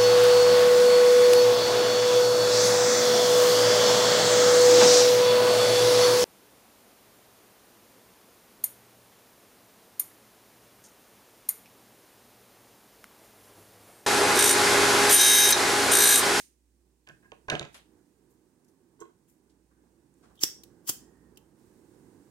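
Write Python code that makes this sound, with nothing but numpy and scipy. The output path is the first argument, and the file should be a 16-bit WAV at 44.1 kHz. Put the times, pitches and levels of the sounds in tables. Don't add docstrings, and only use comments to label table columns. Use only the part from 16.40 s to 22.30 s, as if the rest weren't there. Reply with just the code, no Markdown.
import sys
import numpy as np
from scipy import signal
from scipy.fft import rfft, irfft, next_fast_len
from scipy.io import wavfile
from scipy.ndimage import map_coordinates

SR = 44100
rng = np.random.default_rng(int(sys.argv[2]) if len(sys.argv) > 2 else 0)


def to_wav(sig):
    pcm = np.clip(np.atleast_2d(sig), -1, 1) * 32767
    pcm = np.round(pcm).astype(np.int16)
    wavfile.write(sys.argv[1], SR, pcm.T)


def to_linear_factor(level_db):
    exponent = np.asarray(level_db, float) / 20
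    return 10 ** exponent


N = 260190
TIME = np.arange(N) / SR
PADDED = next_fast_len(N + 400)


def rms_one(x):
    return x / np.sqrt(np.mean(x ** 2) + 1e-20)


def level(rows, column=1):
    rows = np.array(rows)
    return to_linear_factor(np.interp(TIME, rows[:, 0], rows[:, column], -200, -200))


def at_hz(points, hz):
    table_hz, values = np.array(points)[:, 0], np.array(points)[:, 1]
    return np.interp(np.log(np.maximum(hz, 1)), np.log(table_hz), values)


def drift(rate_hz):
    knots = rng.standard_normal(400)
    return map_coordinates(knots, [TIME * rate_hz], order=3, mode="wrap")


def band_pass(x, order, low_hz, high_hz):
    return signal.sosfilt(signal.butter(order, [low_hz, high_hz], "band", fs=SR, output="sos"), x)


# (frequency [Hz], level [dB])
EVEN = ((1, 0), (2, 0))


def ports(x, side, lag_s=0., spectrum=EVEN):
    hz = np.fft.rfftfreq(PADDED, 1 / SR)
    half = to_linear_factor(at_hz(side, hz) / 2)
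    left_delay = np.exp(-2j * np.pi * hz * lag_s)
    gain = to_linear_factor(at_hz(spectrum, hz)) * np.array([half * left_delay, 1 / half])
    return irfft(rfft(x, PADDED) * gain, PADDED)[:, :N]


# (frequency [Hz], correlation [-1 to 1])
LIKENESS = [(60, 0.78), (130, 0.95), (290, 1), (640, 0.67), (1410, 0.27), (3100, -0.055), (6820, 0.27),
            (15000, -0.71)]
# (frequency [Hz], left minus right [dB])
ROOM_SIDE = [(60, -11), (150, -9.5), (380, -9.5), (950, -9.5), (2380, -4), (5980, -7.5), (15000, 1)]


def air(spectrum):
    hz = np.fft.rfftfreq(PADDED, 1 / SR)
    alike = np.clip(at_hz(LIKENESS, hz), 0, 1)
    half = to_linear_factor(at_hz(ROOM_SIDE, hz) / 2)
    mid, side = rng.standard_normal((2, len(hz))) + 1j * rng.standard_normal((2, len(hz)))
    pair = np.sqrt(1 + alike) * mid + np.sqrt(1 - alike) * side * [[1], [-1]]
    pair = irfft(pair * to_linear_factor(at_hz(spectrum, hz)) * [half, 1 / half], PADDED)[:, :N]
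    return pair / np.std(pair.mean(axis=0))


def blows(rows, column=1):
    clicks = np.zeros(N)
    clicks[[round(row[0] * SR) for row in rows]] = to_linear_factor(np.array(rows)[:, column])
    return clicks


def crack(clicks, t60):
    burst = signal.lfilter([1], [1, -to_linear_factor(-60 / (t60 * SR))], np.abs(clicks))
    return burst * (burst > 1e-5) * rng.standard_normal(N)


def ring(clicks, modes, spread_db, facing_db):
    hits, out = np.flatnonzero(clicks), np.zeros((2, N))
    first, last = hits[0], min(N, hits[-1] + SR // 2)
    luck = rng.standard_normal((len(hits), len(modes)))
    facing = rng.standard_normal((len(modes), 2, 1))
    for k, (hz, level_db, t60) in enumerate(modes):
        r, w = to_linear_factor(-60 / (t60 * SR)), 2 * np.pi * hz / SR
        drive = clicks[first:last] + 1e-18
        drive[hits - first] *= to_linear_factor(level_db + spread_db * luck[:, k]) * (-1) ** k
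        tone = signal.lfilter([0, np.sin(w)], [1, -2 * r * np.cos(w), r * r], drive)
        out[:, first:last] += tone * to_linear_factor(facing_db * facing[k])
    return out


# (frequency [Hz], t60 [s])
ROOM_T60 = [(100, .22), (500, .25), (2000, .29), (6000, .33), (15000, .2)]


def room(x):
    t = TIME[:SR // 2]
    tail = 0
    for hz in 70 * 2. ** np.arange(8):
        octave = band_pass(rng.standard_normal((2, len(t))), 2, hz, 2 * hz)
        t60 = at_hz(ROOM_T60, 1.4 * hz)
        tail = tail + octave * to_linear_factor(-60 * t / t60) / np.sqrt(t60)
    tail = tail * np.clip(t / 0.01 - .4, 0, 1)
    tail = tail / np.sqrt(np.sum(tail ** 2) / 2)
    return signal.fftconvolve(x.mean(axis=0)[None], tail, axes=1)[:, :N]


# (time [s], opening [dB])
OPENINGS = [
    (.66, 6.5),
    (.92, 1),
    (1.09, 3),
    (3.401, 2.5),
    (3.75, 5),
    (4.02, 3),
    (4.549, 3.5),
    (5.5, 3),
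]
OPEN_S, RUMBLE_CLOSE_S, HISS_CLOSE_S = 0.028, 3.63, 0.74


def opening(close_s):
    since = np.maximum(TIME - np.array(OPENINGS)[:, :1], 0)
    return np.array(OPENINGS)[:, 1] @ ((1 - np.exp(-since / OPEN_S)) * np.exp(-since / close_s))


# (frequency [Hz], density [dB per Hz])
RUMBLE = [(15, -60.5), (25, -35.5), (34, -23), (48, -11.5), (65, -10.5), (85, -10), (108, -6.5), (266, -3),
          (338, 0), (655, -21), (884, -18), (1370, -26.5), (1610, -22.5), (3000, -46.5), (3900, -67.5),
          (6600, -120)]
# (frequency [Hz], density [dB per Hz])
HISS = [(1180, -20.5), (2000, -2.5), (2200, -6), (2540, -4), (3190, -7), (6470, -4), (7720, -1.5),
        (8890, 1), (10100, -5.5), (15200, -8), (16100, -6.5), (16500, -29.5)]
RUMBLE_DB, HISS_DB = -74, -81.5
HISS_FOLLOWS = 0.67
HUM_HZ, HUM_DB, HUM_WAVER_DB = 59.3, -70, 3
HUM_FADED_S, HUM_BEAT_S = 2.3, 3.3
RUB_FROM_S, RUB_FULL_S, RUB_DB = 5.13, 5.2, -76.5


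def background():
    rumble = air(RUMBLE) * to_linear_factor(RUMBLE_DB + opening(RUMBLE_CLOSE_S) + 1.2 * drift(9.0))
    motor = np.sin(2 * np.pi * HUM_HZ * TIME + .8 * drift(12.0))
    beat = np.cos(np.pi * (TIME - HUM_FADED_S) / HUM_BEAT_S - np.pi / 2)
    hum = motor * beat * to_linear_factor(HUM_DB + HUM_WAVER_DB * drift(3.5))
    hum = hum * to_linear_factor(np.array([[-3.0], [3.0]]))
    rub = to_linear_factor(RUB_DB) * np.clip((TIME - RUB_FROM_S) / (RUB_FULL_S - RUB_FROM_S), 0, 1)
    hiss = np.hypot(to_linear_factor(HISS_DB + HISS_FOLLOWS * opening(HISS_CLOSE_S)), rub)
    return rumble + hum + air(HISS) * hiss


# (frequency [Hz], density [dB per Hz])
SNIP = [(710, -30), (1200, -29), (1410, -24), (2120, -14.5), (3590, -17), (5510, -13.5), (6360, -7.5),
        (7830, -14), (8930, -4.5), (10100, -13.5), (15100, -19.5), (16000, -33), (16500, -33)]
SNIP_DB, SNIP_T60_S = -52.5, 0.31
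BLADE_DB, BLADE_T60_S = -58, 0.037


def snip():
    answer = to_linear_factor(SNIP_DB - 60 * TIME / SNIP_T60_S)
    last_ring = to_linear_factor(BLADE_DB - 60 * TIME / BLADE_T60_S)
    return air(SNIP) * (answer + last_ring)


# (time [s], steel tick [dB], handle [dB], desk thud [dB], contact hardness [Hz])
KNOCKS = [(0.669, -66.5, -61, -70, 6000), (0.6732, -53, -56.5, -55, 9200),
          (0.6874, -48, -53.5, -60.5, 9100), (0.696, -55, -52.5, -55.5, 4000), (0.826, -85, -70, -75, 2500),
          (0.8332, -78.5, -62.5, -66, 2500), (0.845, -80, -64, -72, 2500), (0.8544, -73, -59.5, -71, 2478),
          (0.9184, -47, -60, -52, 4997), (1.0817, -63, -50.5, -44.5, 8000),
          (1.0837, -47.5, -37, -30.5, 8000), (1.0995, -23, -36.5, -38.5, 9000),
          (1.1023, -29, -41, -41.5, 4750), (1.1149, -54, -35, -27.5, 2526),
          (1.1245, -55.5, -48.5, -31, 1980), (1.134, -41.5, -42.5, -27.5, 2000),
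          (1.152, -31.5, -51, -33.5, 4855), (1.195, -29, -52, -36.5, 7384), (1.212, -41, -49, -34, 2000),
          (1.2275, -36, -57, -45, 3400), (1.2507, -41, -60, -43.5, 4540)]
# (frequency [Hz], level [dB])
STEEL = [(2400, -1.5), (3000, 3.5), (3700, -1), (4600, -7), (5600, -9.5), (6500, -4.5), (7400, -5.5),
         (8500, -9), (10000, -16), (11800, -14), (14000, -16.5)]
STEEL_T60_S = .005


def blades():
    modes = [(hz, level_db, STEEL_T60_S) for hz, level_db in STEEL]
    steel = ring(crack(blows(KNOCKS), 0.0087), modes, spread_db=1.0, facing_db=0.3)
    starts = [round(row[0] * SR) for row in KNOCKS] + [N]
    out = np.zeros((2, N))
    for start, end, row in zip(starts, starts[1:], KNOCKS):
        soft = signal.butter(2, min(row[4], .45 * SR), fs=SR, output="sos")
        out[:, start:end] = signal.sosfilt(soft, steel[:, start:end])
    return out * to_linear_factor(-6.5)


# (frequency [Hz], level [dB], t60 [s])
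HANDLE = [(1040, -2, 0.045), (1480, -1, 0.0511), (1531, 0, 0.11), (1627, 1, 0.082), (1772, 5, 0.0309),
          (2120, -5, 0.023), (2600, -9, 0.0196)]
# (frequency [Hz], level [dB], t60 [s])
DESK = [(143, -5.5, 0.12), (267.2, -6.5, 0.069), (339, -3.5, .085), (398, -8.5, 0.072),
        (435.5, -7.5, 0.094), (550, 1, 0.029), (585.3, -4.5, 0.1), (655.5, -6.5, 0.14), (745, -9, 0.078),
        (880, -9.5, 0.063), (986, -8, 0.03), (1027, -8, 0.037), (1220, -9.5, 0.021), (1330, -11.5, 0.06),
        (2054, -7, 0.044), (2494, -8.5, .03)]


def scissors():
    handle_cracks = crack(blows(KNOCKS, column=2), 0.025)
    handles = ring(handle_cracks, HANDLE, spread_db=3.0, facing_db=1.5)
    thumps = blows(KNOCKS, column=3)
    thumps = thumps + to_linear_factor(-24.5) * crack(thumps, .06)
    return handles * to_linear_factor(-21) + ring(thumps, DESK, spread_db=3.0, facing_db=1.0) * to_linear_factor(-5.5)


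# (frequency [Hz], density [dB per Hz])
RATTLE = [(120, -12), (280, -2), (500, -2.5), (900, -1), (1500, -2), (3000, -9), (6000, -22),
          (10000, -40.5)]
RATTLE_DB, RATTLE_T60_S = -1.5, 0.13


def rattle():
    unevenness = to_linear_factor(2.6 * np.minimum(rng.exponential(1, N), 4) - 5.5)
    debris = crack(blows(KNOCKS, column=3), RATTLE_T60_S) * unevenness
    return ports(debris, EVEN, spectrum=RATTLE) * to_linear_factor(RATTLE_DB)


# (time [s], level [dB], low edge [Hz], high edge [Hz], t60 [s])
TICKS = [(1.341, -53, 4400, 11600, .2), (1.342, -51, 1495, 4000, .24), (1.343, -54, 449, 1505, 0.22),
         (2.245, -65.5, 5000, 13000, .03), (2.279, -69, 4460, 12930, .13), (2.6, -51.5, 5700, 8080, .1),
         (2.602, -65, 8130, 14700, .098), (3.094, -69.5, 2500, 9900, .12), (3.74, -64.5, 6440, 9930, .013),
         (3.953, -65.5, 3000, 15500, .071), (3.972, -62, 3000, 3700, .07), (3.99, -60, 3000, 3700, .05),
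         (4.2341, -46, 2600, 16300, 0.038), (4.96, -66, 4550, 5700, .02), (4.9723, -48, 2600, 15500, .03),
         (4.97, -56.5, 2600, 3270, .06)]
# (time [s], level [dB], low edge [Hz], high edge
# [Hz])
BRUSHES = [(0.691, -58, 110, 191.6), (1.32, -66, 4000, 11970), (1.891, -73.5, 6000, 15300),
           (2.875, -68, 6140, 15540), (3.301, -75, 1015, 1800), (3.359, -79.5, 1300, 1702),
           (3.381, -65.5, 250, 354), (3.822, -68.5, 2010, 9000), (3.825, -61, 201, 1500),
           (3.89, -65, 147, 1295), (2.869, -81, 1200, 3500)]
BRUSH_T60_S, BRUSH_RISE_S = 0.27, .017
TICK_RISE_SHARE, TICK_RISE_MAX_S = .035, 0.0041
PUFF_GRAIN_DB = 5.0


def fingers():
    out, t = np.zeros((2, N)), TIME[:SR // 3]
    puffs = [(*row, min(TICK_RISE_SHARE * row[-1], TICK_RISE_MAX_S)) for row in TICKS]
    puffs += [(*row, BRUSH_T60_S, BRUSH_RISE_S) for row in BRUSHES]
    for s, level_db, low_hz, high_hz, t60, rise in puffs:
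        unevenness = to_linear_factor(PUFF_GRAIN_DB * np.minimum(rng.exponential(1, len(t)), 5))
        grains = rng.standard_normal((2, len(t))) * unevenness
        noise = band_pass(grains, 3, low_hz, high_hz)
        shape = np.minimum(t / rise, 1) * to_linear_factor(level_db - 60 * np.maximum(t - rise, 0) / t60)
        start = round(s * SR)
        out[:, start:start + len(t)] += rms_one(noise) * shape
    return out


# (time [s], level [dB])
LIFT = [
    (.918, -55.5),
    (2.592, -71.5),
    (2.603, -68),
    (2.611, -57.5),
    (2.619, -56),
    (2.653, -67),
    (2.688, -72),
]
# (frequency [Hz], level [dB], t60 [s])
SHELL = [(334.7, 0.5, 0.099), (430.3, -2.5, 0.033), (578, -6, 0.041), (710, -4.5, 0.027), (961, -7, 0.0598),
         (1084.5, -4.5, 0.096), (1223, -3, 0.016), (1467, -7, 0.037), (2067.5, -11.5, 0.042),
         (2600, -17.5, 0.018), (3195, -12.5, 0.016), (4000, -13.5, 0.011)]


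def lift():
    return ring(crack(blows(LIFT), 0.03) * to_linear_factor(-9.0), SHELL, spread_db=3.0, facing_db=-3.0)


GRIND_DB_PER_S, SURGE_S, BITE_DB_PER_S, STOP_DB_PER_S = 401, 0.0089, 2203, 1400
CREEP_DB, CREEP_DB_PER_S = -20, 899


def roll(bite_s, slip_s, bite_db, slip_db):
    creep_s, surge_s = bite_s + CREEP_DB / BITE_DB_PER_S, slip_s - SURGE_S
    creep_db = bite_db + CREEP_DB
    surge_db = bite_db + GRIND_DB_PER_S * (surge_s - bite_s)
    return level([(creep_s - 30 / CREEP_DB_PER_S, creep_db - 29),
                  (creep_s, creep_db),
                  (bite_s, bite_db),
                  (surge_s, surge_db),
                  (slip_s, slip_db),
                  (slip_s + 40 / STOP_DB_PER_S, slip_db - 34.5)])


# (teeth bite [s], wheel slips [s], grit at bite [dB], grit at slip [dB])
STRIKES = [
    (4.012, 4.037, -45.5, -25),
    (4.476, 4.496, -40, -25),
]
# (time [s], level [dB])
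SNAPS = [
    [(4.0352, -14), (4.0374, -32), (4.0428, -34)],
    [(4.4935, -26), (4.4966, -23)],
]
# (frequency [Hz], density [dB per Hz])
HOODS = [
    [(500, -35), (1000, -17.5), (1600, -17.5), (2400, -11), (3400, -10.5), (4000, -12.5), (5640, 1),
     (6800, -2), (9500, -12), (10800, -12.5), (13000, -8), (14600, -7), (16200, -13)],
    [(500, -42), (1000, -15.5), (1600, -14), (2400, -19), (3200, -8.5), (3850, -17.5), (5000, -6.5),
     (6800, -5), (8100, -8), (10000, -6.5), (12200, -9.5), (14800, -6), (16200, -11)],
]
# (time [s], level [dB])
LANDINGS = [
    (4.0352, -35.5),
    (4.496, -38),
]
# (frequency [Hz], level [dB], t60 [s])
THUMB = [(110, -2.5, 0.038), (330, 4.5, 0.03), (570, -2, 0.025), (770, 1, 0.022), (1200, -11.5, 0.011)]


def lighter():
    unevenness = to_linear_factor(4.6 * np.minimum(rng.exponential(1, N), 4))
    grit = rms_one(rng.standard_normal(N) * unevenness)
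    own = rng.standard_normal((2, N))
    out = ring(blows(LANDINGS), THUMB, spread_db=1.5, facing_db=-1.5)
    for strike, snaps, hood in zip(STRIKES, SNAPS, HOODS):
        grind = (grit + 1.3 * own) * roll(*strike) * to_linear_factor(8.0)
        snap = crack(blows(snaps), 0.0078) * to_linear_factor(14.0)
        out = out + ports(grind + snap, EVEN, spectrum=hood)
    return out


GAS_HZ, GAS_WIDTH_HZ, GAS_DB = 1850, 70, -81
FLAME_ON_S, FLAME_OFF_S, FLAME_FADE_S = 4.64, 4.86, .1


def gas():
    edges = [(GAS_HZ - 4 * GAS_WIDTH_HZ, -40), (GAS_HZ, 0), (GAS_HZ + 4 * GAS_WIDTH_HZ, -40)]
    inside_s = np.minimum(TIME - FLAME_ON_S, FLAME_OFF_S - TIME)
    burning = np.clip(1 + inside_s / FLAME_FADE_S, 0, 1)
    return air([(20, -78)] + edges + [(20000, -84)]) * burning * to_linear_factor(GAS_DB)


# (frequency [Hz], left minus right [dB])
DESK_SIDE = [(60, 0.5), (340, -6), (1000, -4.5), (1550, -2.5), (2700, -9.5), (4500, -3), (6200, -8),
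             (15000, 4)]
# (frequency [Hz], left minus right [dB])
HAND_SIDE = [(60, -5), (340, -9), (1100, -2), (2200, 0.5), (3100, -6.5), (4500, 1.5), (6200, -5),
             (15000, 5.5)]
DESK_WET_DB, HAND_WET_DB = -8, -12
STEEL_WET_DB = -4.5
DESK_LAG_S, HAND_LAG_S = .00019, .00024


def scene():
    steel = blades()
    desk = scissors() + rattle() + lift()
    hand = lighter() + fingers()
    desk_room = to_linear_factor(DESK_WET_DB) * room(desk + to_linear_factor(STEEL_WET_DB) * steel)
    hand_room = to_linear_factor(HAND_WET_DB) * room(hand)
    desk = ports(steel + desk + desk_room, DESK_SIDE, -DESK_LAG_S)
    hand = ports(hand + hand_room, HAND_SIDE, -HAND_LAG_S)
    return desk + hand + background() + snip() + gas()


def low_pass(x):
    return signal.sosfilt(signal.butter(12, 16800, fs=SR, output="sos"), x)


def record(dry):
    top_cut = signal.cheby2(14, 50, 16600, fs=SR, output="sos")
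    return low_pass(signal.sosfilt(top_cut, dry))


dry = scene()
out = record(dry)
to_wav(out)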